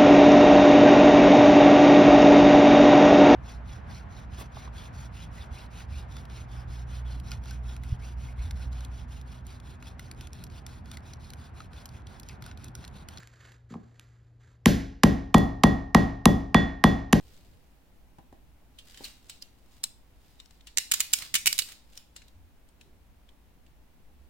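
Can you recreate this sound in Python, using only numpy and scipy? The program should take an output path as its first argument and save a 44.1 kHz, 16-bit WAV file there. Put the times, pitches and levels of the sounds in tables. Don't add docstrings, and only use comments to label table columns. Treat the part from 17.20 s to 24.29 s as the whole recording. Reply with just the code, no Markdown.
import sys
import numpy as np
from scipy import signal
from scipy.fft import rfft, irfft, next_fast_len
from scipy.io import wavfile
from scipy.ndimage import uniform_filter1d

SR = 44100
rng = np.random.default_rng(int(sys.argv[2]) if len(sys.argv) > 2 else 0)


def file_out(sig):
    cols = np.atleast_2d(sig).T
    lim = np.clip(cols, -1, 1)
    pcm = np.round(lim * 32767).astype(np.int16)
    wavfile.write(sys.argv[1], SR, pcm)


N = 312669
TIME = np.arange(N) / SR

# pitch_hz, level_db
TOUCH_COLOUR = [(200, -5), (600, -14), (1000, -13), (1500, -4.5), (2200, -3.5), (3000, -1), (4000, 2.5),
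                (5500, -3), (7500, -1), (10000, -8.5), (12500, -12.5), (15500, -14)]
# pitch_hz, level_db
RUMBLE_COLOUR = [(8, 7), (22, -13), (38, -4), (70, -3.5), (110, -11), (280, -15.5), (400, -25.5),
                 (1000, -36.5), (4000, -60)]
# pitch_hz, likeness (1 = the same)
NEAR_LIKENESS = [(200, 0.96), (1000, 0.56), (2500, 0.49), (4500, 0.18), (7000, .25), (15000, 0.22)]
# pitch_hz, likeness
AIR_LIKENESS = [(40, 0.53), (150, 0.93), (400, .5), (1000, 0.29), (3000, .1), (15000, .1)]


def slider(level_db, top_pan_db, room_db):
    # pitch_hz, level_db
    colour = [(110, -12.5), (220, -11), (370, -27), (600, -29), (1000, -14.5), (1500, -3), (2200, -.6),
              (3000, -.3), (4000, 0.5), (5500, -0.5), (7500, 3), (10000, -1), (12500, -3), (15500, -5)]
    near, spread = clicks(notch_contacts(), colour, rise_ms=0.11, ring_width_hz=300,
                          scrape_db=-20, scrape_ms=1.3)
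    padded = next_fast_len(N)
    pan_db = at_hz([(8800, 0), (12500, top_pan_db)], np.fft.rfftfreq(padded, 1 / SR))
    spectrum = rfft(knife_body(near), padded)
    beamed = irfft(spectrum * from_db([pan_db / 2, -pan_db / 2]), padded)[:, :N]
    direct = from_db(level_db) * close_echoes(beamed, left_lag_ms=0.064)
    return direct, from_db(room_db) * knife_body(spread)


def notch_contacts():
    # slip_s, slip_db, slip_decay_ms, snap_s, snap_db, snap_decay_ms,
    # bass_db, treble_db, ring_hz, ring_db, pan_db (above 0 is left)
    notches = [(3.573, -11, 2.6, 3.583, -10.5, 2.4, -2.5, -3.5, 6030, 7.5, -5.5),
               (3.7149, -10.5, 1, 3.7189, -11.5, 3.07, -1, .5, 7240, 9, -0.5),
               (3.7366, -20, 4.7, 3.7394, -15, 3.8, -4, 0, 7150, 5.5, -4.5),
               (3.798, -31, 5, 3.8041, -13.5, 4.54, -2, 2.5, 7130, 9, -3),
               (3.93, -25, 5.8, 3.9345, -8.5, 3.36, -6.5, 1, 7550, 8.5, -5.5),
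               (4.1413, -17.5, 10.6, 4.153, -13.5, 7, -.5, -.5, 3000, 7, -2),
               (4.2588, -14.5, 3.6, 4.268, -13.5, 5.2, -1, 2.5, 2740, 9, -3.5),
               (4.273, -8.5, 2.45, 4.2761, -10.5, 2.2, -2.5, 1, 2520, 5, -7),
               (4.3265, -32.5, 2, 4.3281, -14, 1.34, -3, 3.5, 4740, 14, -7.5),
               (4.3806, -19, 1.5, 4.3886, -14, 5.2, -3, 2.5, 3900, 8, -8.5)]
    handle_ring_hz, handle_ring_db = 2950, 7
    contacts = []
    for slip_s, slip_db, slip_ms, snap_s, snap_db, snap_ms, *tone in notches:
        bass_db, treble_db, _, _, pan_db = tone
        bounce_s = snap_s + 1.2 * snap_ms / 1000
        bounce_tone = (bass_db, treble_db - 5, handle_ring_hz, handle_ring_db, pan_db)
        contacts += [(slip_s, slip_db, slip_ms, *tone),
                     (snap_s, snap_db, snap_ms, *tone),
                     (bounce_s, snap_db - 10.5, snap_ms, *bounce_tone)]
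    return contacts


def knife_body(sound):
    # pitch_hz, width_hz, level_db
    rings = [(2334, 150, 1), (2885, 63, -1.5), (3520, 45, -3.5), (3890, 31, -15), (5090, 73, -4),
             (6660, 45, -11), (7280, 160, -5.5), (8300, 80, 1.5), (10200, 73, -5)]
    return sound + sum(from_db(db) * resonate(sound, hz, width_hz) for hz, width_hz, db in rings)


def knife_lift(room_db):
    # start_s, level_db, decay_ms, bass_db, treble_db, ring_hz, ring_db, pan_db
    contacts = [(2.6342, -34, 12, 3.5, 8, 4700, 1.5, 0), (2.6391, -16.5, 2.2, -8, 7, 4050, 9, 2)]
    # pitch_hz, level_db
    colour = [(200, -14.5), (550, -34), (850, -12.5), (1150, -11.5), (1900, -9.5), (3000, -3.5), (5000, 0),
              (6500, -2), (8300, 3), (9400, -7), (12500, -18), (14200, -13), (16000, -22)]
    near, spread = clicks(contacts, colour, rise_ms=0.19, ring_width_hz=100, scrape_db=-13, scrape_ms=1)
    return close_echoes(near, left_lag_ms=0.024), from_db(room_db) * spread


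def touches(level_db, room_db):
    # start_s, level_db, decay_ms, brightness_db, ring_hz, ring_db, pan_db
    ticks = [(1.586, -46.5, 11, 3, 3170, 16, -1), (1.744, -47, 6.9, -3.5, 3120, 8, -2),
             (1.7735, -41, 5.8, -1.5, 3050, 5, -1), (1.8415, -39, 10, 5, 4260, 15, 3),
             (1.8505, -36.5, 8.6, 2.5, 2720, 10.5, -2), (2.0965, -33.5, 6.2, 1.5, 8060, 8.5, -1.5),
             (2.2226, -36, 3.4, 5, 5000, 18.5, -1), (3.2, -41, 3.5, -2, 3600, 15, 5),
             (3.258, -47.5, 2.2, 1, 5300, 13, 7), (3.308, -48.5, 3.5, -1, 6170, 2, 5),
             (3.409, -52, 2.7, -6, 3600, 15.5, 3), (3.47, -41, 9, 0.5, 2860, 10.5, 1),
             (3.987, -27.5, 3.1, 6, 7500, 2, -8), (4.021, -33, 7.3, 1, 2100, 10.5, -8),
             (4.42, -30, 3.3, 2, 4130, 10, -13.5), (4.52, -39, 4.7, 5, 2150, 13.5, -3),
             (4.775, -32, 2.6, 4.5, 5700, 14.5, -.5), (4.9628, -37.5, 6.5, -0.5, 7460, 9.5, 3),
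             (5.019, -49, 4.3, -6, 2470, 9, 5), (5.081, -51.5, 4.2, 4, 3780, 10.5, 0),
             (5.488, -55.5, 3.2, -1, 8700, 16, 2), (5.611, -49, 5.5, 0, 2460, 16, 4),
             (6.089, -58, 4.5, -7, 3250, 19, 0.5), (6.464, -59, 4.5, -5, 2788, 11, 1)]
    contacts = [(start_s, db, decay_ms, -bright_db, bright_db, *ring_and_pan)
                for start_s, db, decay_ms, bright_db, *ring_and_pan in ticks]
    near, spread = clicks(contacts, TOUCH_COLOUR, rise_ms=0.56, ring_width_hz=296,
                          scrape_db=-15.5, scrape_ms=4.5)
    return from_db(level_db) * blade_ring(near), from_db(room_db) * spread


def blade_ring(sound, grip_s=2.3, grip_db=-12):
    # pitch_hz, width_hz, level_db
    rings = [(2770, 6, 10), (3080, 12, 12), (4030, 30, 2), (8200, 6, 9)]
    shaking = sound * from_db(grip_db * (TIME > grip_s))
    return sound + sum(from_db(db) * resonate(shaking, hz, width_hz) for hz, width_hz, db in rings)


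def clicks(contacts, colour, rise_ms, ring_width_hz, scrape_db, scrape_ms):
    # bass_full_hz, bass_end_hz, treble_start_hz, treble_full_hz
    corners_hz = [2200, 3420, 8500, 10500]
    near, spread = np.zeros((2, 2, N))
    for snap_s, level_db, decay_ms, bass_db, treble_db, ring_hz, ring_db, pan_db in contacts:
        tilt = list(zip(corners_hz, [bass_db, 0, 0, treble_db]))
        scrape = from_db(scrape_db) * burst(colour, scrape_ms, rise_ms, tilt)[:, ::-1]
        snap = burst(colour, decay_ms, rise_ms, tilt)
        hit = from_db(level_db) * np.hstack([scrape, snap])
        start_s = snap_s - scrape.shape[1] / SR
        add(spread, start_s, hit)
        hit = hit + (from_db(ring_db) - 1) * resonate(hit, ring_hz, ring_width_hz)
        add(near, start_s, hit * from_db([[pan_db / 2], [-pan_db / 2]]))
    return near, spread


def burst(colour, decay_ms, rise_ms, tilt=None):
    ms = np.arange(4096) / SR * 1000
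    hz = np.fft.rfftfreq(len(ms), 1 / SR)
    attack = 1 - np.exp(-ms / rise_ms)
    envelope = attack * np.exp(-ms / decay_ms)
    top_envelope = attack * np.exp(-ms / (0.62 * decay_ms))
    top_share = at_hz([(8000, 0), (11500, 1)], hz)
    vibrations = noise(colour, NEAR_LIKENESS, size=len(ms))
    ring = (1 - top_share) * rfft(vibrations * envelope) + top_share * rfft(vibrations * top_envelope)
    wanted_power = from_db(2 * at_hz(colour, hz))
    wanted_power = wanted_power / wanted_power.mean() * np.sum(envelope ** 2)
    ring_power = uniform_filter1d(np.abs(ring) ** 2 + 1e-12, size=161)
    gain = np.sqrt(uniform_filter1d(wanted_power, size=161) / ring_power)
    gain = uniform_filter1d(gain, size=81) * from_db(at_hz(tilt, hz) if tilt else 0)
    return irfft(ring * gain, len(ms)) * (ms < ms[-1] / 2)


def table_bumps(ring_db, ring_width_hz):
    # start_s, level_db, decay_ms, ring_hz
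    bumps = [(0.9845, -44, 7.5, 800), (1.126, -45, 6, 700), (1.8055, -44.5, 10.3, 284)]
    # pitch_hz, level_db
    colour = [(80, -2), (270, 3), (600, -4.5), (950, -1.5), (1250, -18.5), (3000, -24), (15000, -36)]
    out = np.zeros((2, N))
    for start_s, level_db, decay_ms, ring_hz in bumps:
        thud = burst(colour, decay_ms, rise_ms=0.25)
        ring = from_db(ring_db) * resonate(thud, ring_hz, ring_width_hz)
        add(out, start_s, from_db(level_db) * (thud + ring))
    return out


def rubbing(flicker_db, slips_per_s, hiss_db, grit_db):
    # peak_s, rise_s, fall_s, level_db
    strokes = [(.12, 0.18, .17, -62), (1.7, 0.053, .035, -57), (1.85, .06, .045, -49),
               (2.1, .07, .09, -63.5), (2.56, 0.14, .08, -67), (3.1, .1, .07, -66), (3.35, .08, .08, -71),
               (3.82, .07, .09, -48), (4.025, .035, .03, -41.5), (4.36, 0.07, .03, -52),
               (4.49, 0.028, .04, -49), (4.76, .045, .04, -59)]
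    # pitch_hz, level_db
    colour = [(200, -22.5), (1000, -5.5), (2000, -1.5), (3200, -3.5), (5000, -1), (6500, -9), (8300, -7),
              (11000, -9.5), (16000, -6)]
    speed = sum(from_db(db) * np.exp(-np.maximum((peak_s - TIME) / rise_s, (TIME - peak_s) / fall_s))
                for peak_s, rise_s, fall_s, db in strokes)
    hiss = from_db(hiss_db + flicker_db * drift(slips_per_s)) * noise(colour, NEAR_LIKENESS)
    catches = from_db(grit_db) * grit(catches_per_s=170, spread_db=8, decay_ms=2.2, spots=5)
    return speed * (hiss + catches)


def grit(catches_per_s, spread_db, decay_ms, spots):
    out = 0
    for _ in range(spots):
        caught = rng.random(N) < catches_per_s / spots / SR
        catches = caught * from_db(spread_db * rng.uniform(-1, 1, N))
        tick = burst(TOUCH_COLOUR, decay_ms, rise_ms=0.3)
        out = out + signal.fftconvolve(catches[None], tick, axes=1)[:, :N]
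    return out / out.std()


def hand_thrums(fade_s):
    # start_s, end_s, pitch_hz, width_hz, level_db
    thrums = [(-.05, .45, 45, 137, -60), (-.05, .42, 480, 500, -69), (4.07, 4.32, 100, 140, -61.5),
              (5.133, 5.302, 79, 14.2, -54.5), (5.58, 6.019, 40, 90, -62), (5.6, 5.78, 360, 260, -68),
              (6.903, 7.119, 65.6, 11.4, -56.5)]
    out = np.zeros((2, N))
    stir = noise(RUMBLE_COLOUR, AIR_LIKENESS)
    for start_s, end_s, hz, width_hz, level_db in thrums:
        thrum = resonate(resonate(stir, hz, width_hz), hz, width_hz)
        fade = np.clip(np.minimum(TIME - start_s, end_s - TIME) / fade_s, 0, 1)
        out += from_db(level_db) * thrum / thrum.std() * fade
    return out


def close_echoes(sound, left_lag_ms):
    # delay_ms, level_db
    echoes = [(1.002, -18), (2.701, -18)]
    left, right = [side + sum(from_db(db) * delayed(side, ms) for ms, db in echoes) for side in sound]
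    return np.array([delayed(left, left_lag_ms), right])


def room_echo(sound, first_echo_s):
    # pitch_hz, level_db
    colour = [(200, -4.5), (700, -0.5), (1300, -3), (2600, 4.5), (4500, 2), (8000, -3.5), (15000, 0.5)]
    # pitch_hz, fade_s
    fade_times = [(200, .45), (1500, 0.24), (4000, 0.36), (8000, .36), (15000, 0.26)]
    t = TIME[:SR * 3 // 4]
    edges_hz = np.geomspace(150, 18000, 9)
    tail = 0
    for low_hz, high_hz in zip(edges_hz, edges_hz[1:]):
        hz = np.sqrt(low_hz * high_hz)
        band_filter = signal.butter(2, [low_hz, high_hz], "band", fs=SR, output="sos")
        band = signal.sosfilt(band_filter, rng.standard_normal((2, len(t))))
        tail = tail + band * from_db(at_hz(colour, hz) - 60 * t / at_hz(fade_times, hz))
    tail = tail * np.clip(t / first_echo_s - 1, 0, 1)
    tail = tail / np.sqrt(np.sum(tail ** 2) / 2)
    both_sides = sound.sum(axis=0, keepdims=True) / np.sqrt(2)
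    return signal.fftconvolve(both_sides, tail, axes=1)[:, :N]


def room_tone(hiss_db, rumble_db, swing_db, hum_db, hum_hz):
    # pitch_hz, level_db
    colour = [(12, -3), (28, -18), (60, -9.5), (110, -23), (190, -23), (270, -21.5), (360, -28), (560, -29),
              (850, -29), (1200, -34.5), (2750, -37.5), (4940, -43.5), (8000, -46), (15000, -44)]
    hiss = from_db(hiss_db) * noise(colour, AIR_LIKENESS)
    rumble = from_db(rumble_db + swing_db * drift(turns_per_s=2)) * noise(RUMBLE_COLOUR, AIR_LIKENESS)
    hum = from_db(hum_db) * np.sqrt(2) * np.sin(2 * np.pi * hum_hz * TIME)
    return hiss + rumble + hum


def noise(colour, likeness, size=N):
    padded = next_fast_len(size, real=True)
    hz = np.fft.rfftfreq(padded, 1 / SR)
    gain = from_db(at_hz(colour, hz))
    gain = gain / np.sqrt(np.mean(gain ** 2))
    alike = np.clip(at_hz(likeness, hz), -1, 1)
    shared, opposite = rfft(rng.standard_normal((2, padded)))
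    stereo = np.sqrt((1 + alike) / 2) * shared + np.sqrt((1 - alike) / 2) * opposite * [[1], [-1]]
    return irfft(gain * stereo, padded)[:, :size]


def resonate(sound, hz, width_hz):
    radius = np.exp(-np.pi * width_hz / SR)
    feedback = [1, -2 * radius * np.cos(2 * np.pi * hz / SR), radius ** 2]
    return signal.lfilter(np.array([1, 0, -1]) * (1 - radius ** 2) / 2, feedback, sound + 1e-18)


def drift(turns_per_s):
    points = rng.standard_normal(int(N / SR * turns_per_s) + 2)
    return np.interp(TIME * turns_per_s, np.arange(len(points)), points)


def delayed(channel, ms):
    return np.interp(TIME - ms / 1000, TIME, channel)


def add(track, start_s, sound):
    start = int(start_s * SR)
    track[:, start:start + sound.shape[1]] += sound[:, :N - start]


def at_hz(points, hz):
    known_hz, values = np.transpose(points)
    return np.interp(np.log(np.maximum(hz, 1)), np.log(known_hz), values)


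def from_db(db):
    return 10 ** (np.asarray(db) / 20)


def scene():
    knife_sounds = [slider(level_db=-1.5, top_pan_db=11, room_db=-15),
                    knife_lift(room_db=-19.5),
                    touches(level_db=-2, room_db=-11.5)]
    near, spread = np.sum(knife_sounds, axis=0)
    hands = table_bumps(ring_db=-1, ring_width_hz=98)
    hands += rubbing(flicker_db=3, slips_per_s=130, hiss_db=-2.5, grit_db=-3.5)
    echo = room_echo(spread + from_db(-7) * hands, first_echo_s=0.0045)
    background = room_tone(hiss_db=-59, rumble_db=-62, swing_db=1.34, hum_db=-65.5, hum_hz=51.4)
    return near + hands + hand_thrums(fade_s=0.039) + echo + background


def record(dry):
    ceiling, cutoff_hz = 0.88, 15900
    rounded = dry / (1 + (dry / ceiling) ** 6) ** (1 / 6)
    treble_cut = signal.ellip(10, 0.2, 80, cutoff_hz, fs=SR, output="sos")
    return signal.sosfilt(treble_cut, rounded)


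dry = scene()
out = record(dry)
file_out(out)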